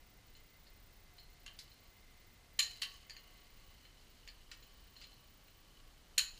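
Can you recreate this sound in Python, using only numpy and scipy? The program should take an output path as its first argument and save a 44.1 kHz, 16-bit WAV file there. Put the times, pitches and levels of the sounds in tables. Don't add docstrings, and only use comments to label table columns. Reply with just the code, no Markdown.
import sys
import numpy as np
from scipy import signal
from scipy.fft import rfft, irfft
from scipy.io import wavfile
from scipy.ndimage import uniform_filter1d

SR = 44100
rng = np.random.default_rng(int(sys.argv[2]) if len(sys.argv) > 2 else 0)


def log_audio(samples):
    frames = np.atleast_2d(samples).T
    limited = np.clip(frames, -1, 1)
    pcm = np.round(limited * 32767).astype(np.int16)
    wavfile.write(sys.argv[1], SR, pcm)


def field_ratio(decibels):
    return 10 ** (np.asarray(decibels, dtype=float) / 20)


N = 281799
T = np.arange(N) / SR

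# (frequency [Hz], density [dB per Hz])
HISS_COLOUR = [(12, -51), (20, 7), (49, -1.5), (185, -15), (700, -22), (4310, -25.5), (11000, -35),
               (15500, -35)]
# (time [s], low tone [dB], high whine [dB])
MACHINE = [
    (0, -86, -78.5),
    (.7, -88.5, -77),
    (2.3, -86, -75.5),
    (3.5, -85, -74),
    (3.9, -105, -80),
    (6.39, -96, -91),
]
# (time [s], socket pressed on the bolt [dB], grip sliding on the tube [dB])
HANDLING = [(0.0, -83, -80), (1.05, -84, -78), (1.47, -78, -73), (1.81, -73.5, -72.5), (2.2, -82, -77),
            (2.7, -80, -76), (3.1, -71, -84), (3.2, -67.5, -74), (3.35, -70.5, -70.5), (4.0, -72, -73),
            (4.6, -72, -73.5), (5.11, -69.5, -70.5), (5.57, -77, -81), (5.84, -72.5, -74),
            (6.1, -77.5, -77), (6.39, -71, -78)]
# (frequency [Hz], width [Hz], level [dB])
SCRAPE = [
    [(1830, 130, -4.5), (3004, 200, 16)],
    [(4170, 580, 4.5), (4270, 120, -42), (6370, 100, -10)],
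]
# (from [s], to [s])
LOADED = [
    (1.5, 2.0),
    (2.8, 3.75),
    (4.45, 6.3),
]
# (time [s], socket [dB], tube [dB])
AFTER_RINGS = [
    (2.62, -54.5, -50.5),
    (2.83, -61, -55.5),
    (6.2, -58.5, -51),
]

# (time [s], peak [dB], low modes [dB], bright modes [dB], sizzle [dB])
RATTLE_BLOWS = [(0.3501, -55.5, 1, 2, 0), (0.365, -57.5, 2.5, 2, 3), (1.1812, -51, -3, -1, 5),
                (1.195, -55, -14, -8, 0), (1.7146, -54.5, -2, -3, 0), (2.6265, -33, -3, 9.5, 4),
                (3.8502, -60, 13, -2, 2), (4.625, -55, -1, 5, 0), (4.9626, -50, -0.5, -2, -6),
                (5.0377, -49.5, -1, 0, -4), (5.1288, -54, -11, -10, -7), (5.4803, -60, 5.5, -2, 4)]
SEAT_BLOWS = [
    (0.6672, -55, -4, -14, 2),
    (3.0965, -44, 1.5, 6, 8.5),
    (3.106, -44, -3, -3, -2),
    (3.1651, -44.5, -1.5, 0, -8),
    (4.2754, -46.5, 5, 1, 3),
    (4.2856, -47, 0.5, -15, -2),
]
PAWL_BLOWS = [
    (1.4624, -43.5, 0, 1, -5),
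    (1.4782, -47.5, 0.5, -14, -14),
    (2.8170, -40, 2, -4, 7),
    (2.8196, -27, -6, -5.5, -7.5),
    (2.8305, -36.5, 4, -2.5, -3),
]
KNOCK_BLOWS = [
    (1.5887, -41.5, -2.5, 1, 9),
    (1.6045, -63, -4, -4, 5),
    (4.5142, -43, 6, 1, 1.5),
    (4.5305, -63, 3, -9, -2),
    (5.0137, -48, 2, 1, -1),
]
BREAK_BLOWS = [
    (2.5920, -20, -0.5, -1.1, 0.061),
    (6.1805, -18, -2.5, 0.085, 1),
]
# (delay [s], level [dB], low modes [dB], bright modes [dB], sizzle [dB])
BREAK_STEPS = [
    (-.0025, -16, 17, 4, 7),
    (0, 1, -1, 2.5, 2.5),
    (.0066, -9.5, 5, -3, 13),
    (.0121, -5, 3, -1.5, -18),
]

# (frequency [Hz], spread [Hz], level [dB], t60 [s])
TUBE = [(1500, 150, -16, .03), (1860, 80, -8, .04), (2300, 150, -10, .04), (2750, 120, -9, .04),
        (3050, 80, -11, .08), (6720, 120, -7, .06), (7050, 110, -3, .06), (6930, 200, -12.5, .34),
        (11000, 300, -12, .03), (3900, 110, -11, .04), (4160, 50, 0, .085), (4230, 190, -14.5, .38),
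        (4400, 100, -10, .08), (4700, 60, -20, .06)]
SOCKET = [(1435, 130, 4, 0.09), (1770, 35, 20, 0.019), (2150, 29, -5.5, 0.069), (2700, 210, -23, 0.11),
          (2880, 100, -24, 0.26), (4420, 240, -3, 0.083), (4430, 36, -15, 0.1), (7040, 130, -14, 0.14),
          (6680, 240, 3, 0.031)]
PAWL = [(1120, 16, -14, 0.12), (1770, 157, 1.5, 0.022), (2050, 130, -7, 0.047), (2860, 91, 4, 0.14),
        (3124, 16, -4.5, 0.15), (4130, 150, 0, 0.14), (4420, 79, 9.5, 0.033), (4600, 91, -13, 0.11),
        (5600, 350, -7, .03), (6550, 180, -13, 0.044), (6760, 122, 1, 0.058), (9600, 170, -3, 0.049)]
BOLT = [(1880, 60, -2.5, 0.042), (2210, 73, -2, 0.054), (2812, 114, 9.5, 0.14), (3210, 140, -12, 0.15),
        (4140, 62, 0, 0.086), (4730, 69, 1, 0.093), (6160, 100, 7.5, 0.015), (9500, 29, -8, 0.16)]
WHEEL = [(1142, 5, -25, 0.047)]
# (low edge [Hz], high edge [Hz])
MODE_BANDS = [(3600, 5200), (1100, 2400), (2400, 3300), (5200, 7600), (7600, 15200)]
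# (lowest [dB], low [dB], bright [dB], brightest [dB])
RATTLE_COLOUR = (-10.5, -4.5, -9.5, -18)
SEAT_COLOUR = (-11.5, -0.5, -5.5, -18.5)
PAWL_COLOUR = (-4, 0.5, -2, -5.5)
KNOCK_COLOUR = (-4.5, -4, -6.5, -17)
BREAK_COLOUR = (-12, -7, -2, -9)
# (frequency [Hz], t60 [s])
ROOM = [(500, 0.37), (2000, 0.32), (4000, 0.24), (7000, 0.15), (12000, 0.22)]


def level(x, db):
    return x * field_ratio(db) / np.sqrt(np.mean(x ** 2))


def curves(table):
    s, *columns = np.transpose(table)
    return [np.interp(T, s, column) for column in columns]


def over_pitch(hz, table):
    table_hz, value = np.transpose(table)
    return np.interp(np.log(hz), np.log(table_hz), value)


def band(x, lo_hz, hi_hz, order=2):
    sos = signal.butter(order, [lo_hz, min(hi_hz, .49 * SR)], "bandpass", fs=SR, output="sos")
    return signal.sosfilt(sos, x)


def walk(rate_hz):
    hold = int(SR / rate_hz)
    steps = np.repeat(rng.standard_normal(N // hold + 1), hold)
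    return 1.255 * uniform_filter1d(steps, hold)[:N]


def hiss():
    hz = np.maximum(np.arange(N // 2 + 1) * SR / N, 1)
    spectrum = rfft(rng.standard_normal(N)) * field_ratio(over_pitch(hz, HISS_COLOUR))
    return level(irfft(spectrum, N), -61.5)


def machine():
    tone_db, whine_db = curves(MACHINE)
    tone_hz = 715 + 6 * walk(9.9)
    tone = np.sqrt(2) * np.sin(2 * np.pi * np.cumsum(tone_hz) / SR) * field_ratio(4.1 * walk(12))
    whine = level(band(rng.standard_normal(N), 2035, 2095, order=1), 0)
    return tone * field_ratio(tone_db) + whine * field_ratio(whine_db)


def camera():
    frame_s, first_tick_s = .033362, .0084
    load = np.clip(3 * np.cos(2 * np.pi * (T - .14) / 1.97), -1, 1)
    whistle_hz = 15030 + 35 * T + 100 * load
    frame, left = np.divmod(first_tick_s - T, -frame_s)
    left = frame_s + left
    draws = rng.standard_normal((4, int(frame.max()) + 2))
    jitter, busy, length, size = draws[:, frame.astype(int) + 1]
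    reading = (left < .014 + .0025 * length) & (busy < .8)
    on = uniform_filter1d(reading * 1., 130)
    whistle = on * np.sin(2 * np.pi * np.cumsum(whistle_hz + 50 * jitter + 40 * walk(200)) / SR)
    tick_shape = np.exp(-((frame_s - left - .001) / 0.00034) ** 2)
    tick = tick_shape * np.sin(2 * np.pi * 14900 * left) * field_ratio(1.5 * size)
    sag = np.cos(2 * np.pi * 30.0 * (T - .019))
    return field_ratio(-66) * whistle + field_ratio(-60.5) * tick + field_ratio(-72.5) * sag


def handling():
    force = field_ratio(curves(HANDLING))
    for s, *db in AFTER_RINGS:
        after = np.maximum(T - s, 0)
        swell = np.minimum(after / 0.035, 1) * field_ratio(-60 * after / 0.69)
        force = force + field_ratio(db)[:, None] * swell
    slips = rng.standard_normal(N) * field_ratio(1.5 * walk(30) + 2.5 * walk(300))
    loaded = sum((T > start) * (T < end) for start, end in LOADED)
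    loaded = uniform_filter1d(loaded + 0.089, SR // 10)
    wheel_hz = 1130
    wheel_hum = level(band(slips, wheel_hz - 12, wheel_hz + 12, order=1), -10)
    out = wheel_hum * force[0] * loaded
    for resonances, gain in zip(SCRAPE, force):
        ring = np.zeros(N)
        for hz, width, db in resonances:
            ring += level(band(slips, hz - width / 2, hz + width / 2, order=1), db)
        out = out + level(ring, -2.0) * gain
    return out


def blows(table, clusters, colour_db, click_db, grit_db, grit_s, thump_db, out_of_step=1):
    count = 11
    hz, spread_hz, db, t60 = np.repeat(clusters, count, axis=0).T[:, :, None]
    place = np.tile(np.linspace(-1.5, 1.5, count), len(clusters))[:, None]
    hz = hz + spread_hz * (place + 0.251 * rng.standard_normal(hz.shape))
    db = db - 2.5 * place ** 2
    out, t = np.zeros(N + SR), T[:SR // 4]
    for s, peak_db, low_db, bright_db, sizzle_db in table:
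        rel_db = np.add(colour_db, [low_db, low_db, bright_db, sizzle_db])
        gain, phase = rng.standard_normal((2, len(hz), 1))
        wave = np.sin(2 * np.pi * hz * t + out_of_step * phase)
        body = np.sum(field_ratio(db + 3.2 * gain) * wave * field_ratio(-60 * t / t60), axis=0)
        grit = rng.standard_normal(len(t)) * np.exp(-t / grit_s)
        click = np.arange(len(t)) == 20
        contact = band(field_ratio(grit_db) * grit + field_ratio(click_db) * click, 2000, 9000, order=1)
        onset = 1 - np.exp(-t / .0004)
        hit = (body / np.abs(body).max() + contact) * onset
        parts = [(band(hit, lo, hi, order=3), above) for (lo, hi), above in zip(MODE_BANDS, [0, *rel_db])]
        parts.append((band(grit, 99, 1270, order=1), thump_db))
        start = int(s * SR)
        for part, above_db in parts:
            out[start:start + len(t)] += part * field_ratio(peak_db + above_db) / np.abs(part).max()
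    return out[:N]


def rattles():
    held_tube = np.multiply(TUBE, [1, 1, 1, .85])
    return blows(RATTLE_BLOWS, held_tube, RATTLE_COLOUR, -19, -10.5, 0.022, -35, out_of_step=3.2)


def socket_seating():
    return blows(SEAT_BLOWS, SOCKET, SEAT_COLOUR, -36, -24.5, 0.012, -19, out_of_step=1.74)


def pawl_blows():
    return blows(PAWL_BLOWS, PAWL, PAWL_COLOUR, 1.2, -14.5, 0.01, -24)


def bolt_knocks():
    return blows(KNOCK_BLOWS, BOLT, KNOCK_COLOUR, -13, -10.5, 0.018, -30, out_of_step=1.54)


def break_overs():
    strikes = [np.add(blow, step) for blow in BREAK_BLOWS for step in BREAK_STEPS]
    return blows(strikes, [*TUBE, *WHEEL], BREAK_COLOUR, 0.7, -8.0, 0.0027, -26.5)


def garage(x):
    t, tail = T[:SR // 2], 0
    for hz in 350 * 2 ** np.arange(0, 5.6, .5):
        noise = band(rng.standard_normal(len(t)), hz / 1.19, hz * 1.19)
        tail = tail + noise * field_ratio(-60 * t / over_pitch(hz, ROOM))
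    tail = tail * np.clip((t - .004) / .004, 0, 1)
    return signal.fftconvolve(x, tail / np.sqrt(np.sum(tail ** 2)))[:N]


def scene():
    bed = hiss() + machine() + camera()
    tool = rattles() + socket_seating() + pawl_blows() + bolt_knocks() + break_overs()
    return (bed + handling() + tool + field_ratio(-8.0) * garage(tool))[None]


def low_pass(x):
    return signal.sosfilt(signal.butter(12, 16450, fs=SR, output="sos"), x)


def record(dry):
    cut = signal.sosfilt(signal.ellip(8, .3, 22, 15240, fs=SR, output="sos"), dry)
    cut = signal.sosfilt(signal.butter(16, 15500, fs=SR, output="sos"), cut)
    return low_pass(cut)


dry = scene()
out = record(dry)
log_audio(out)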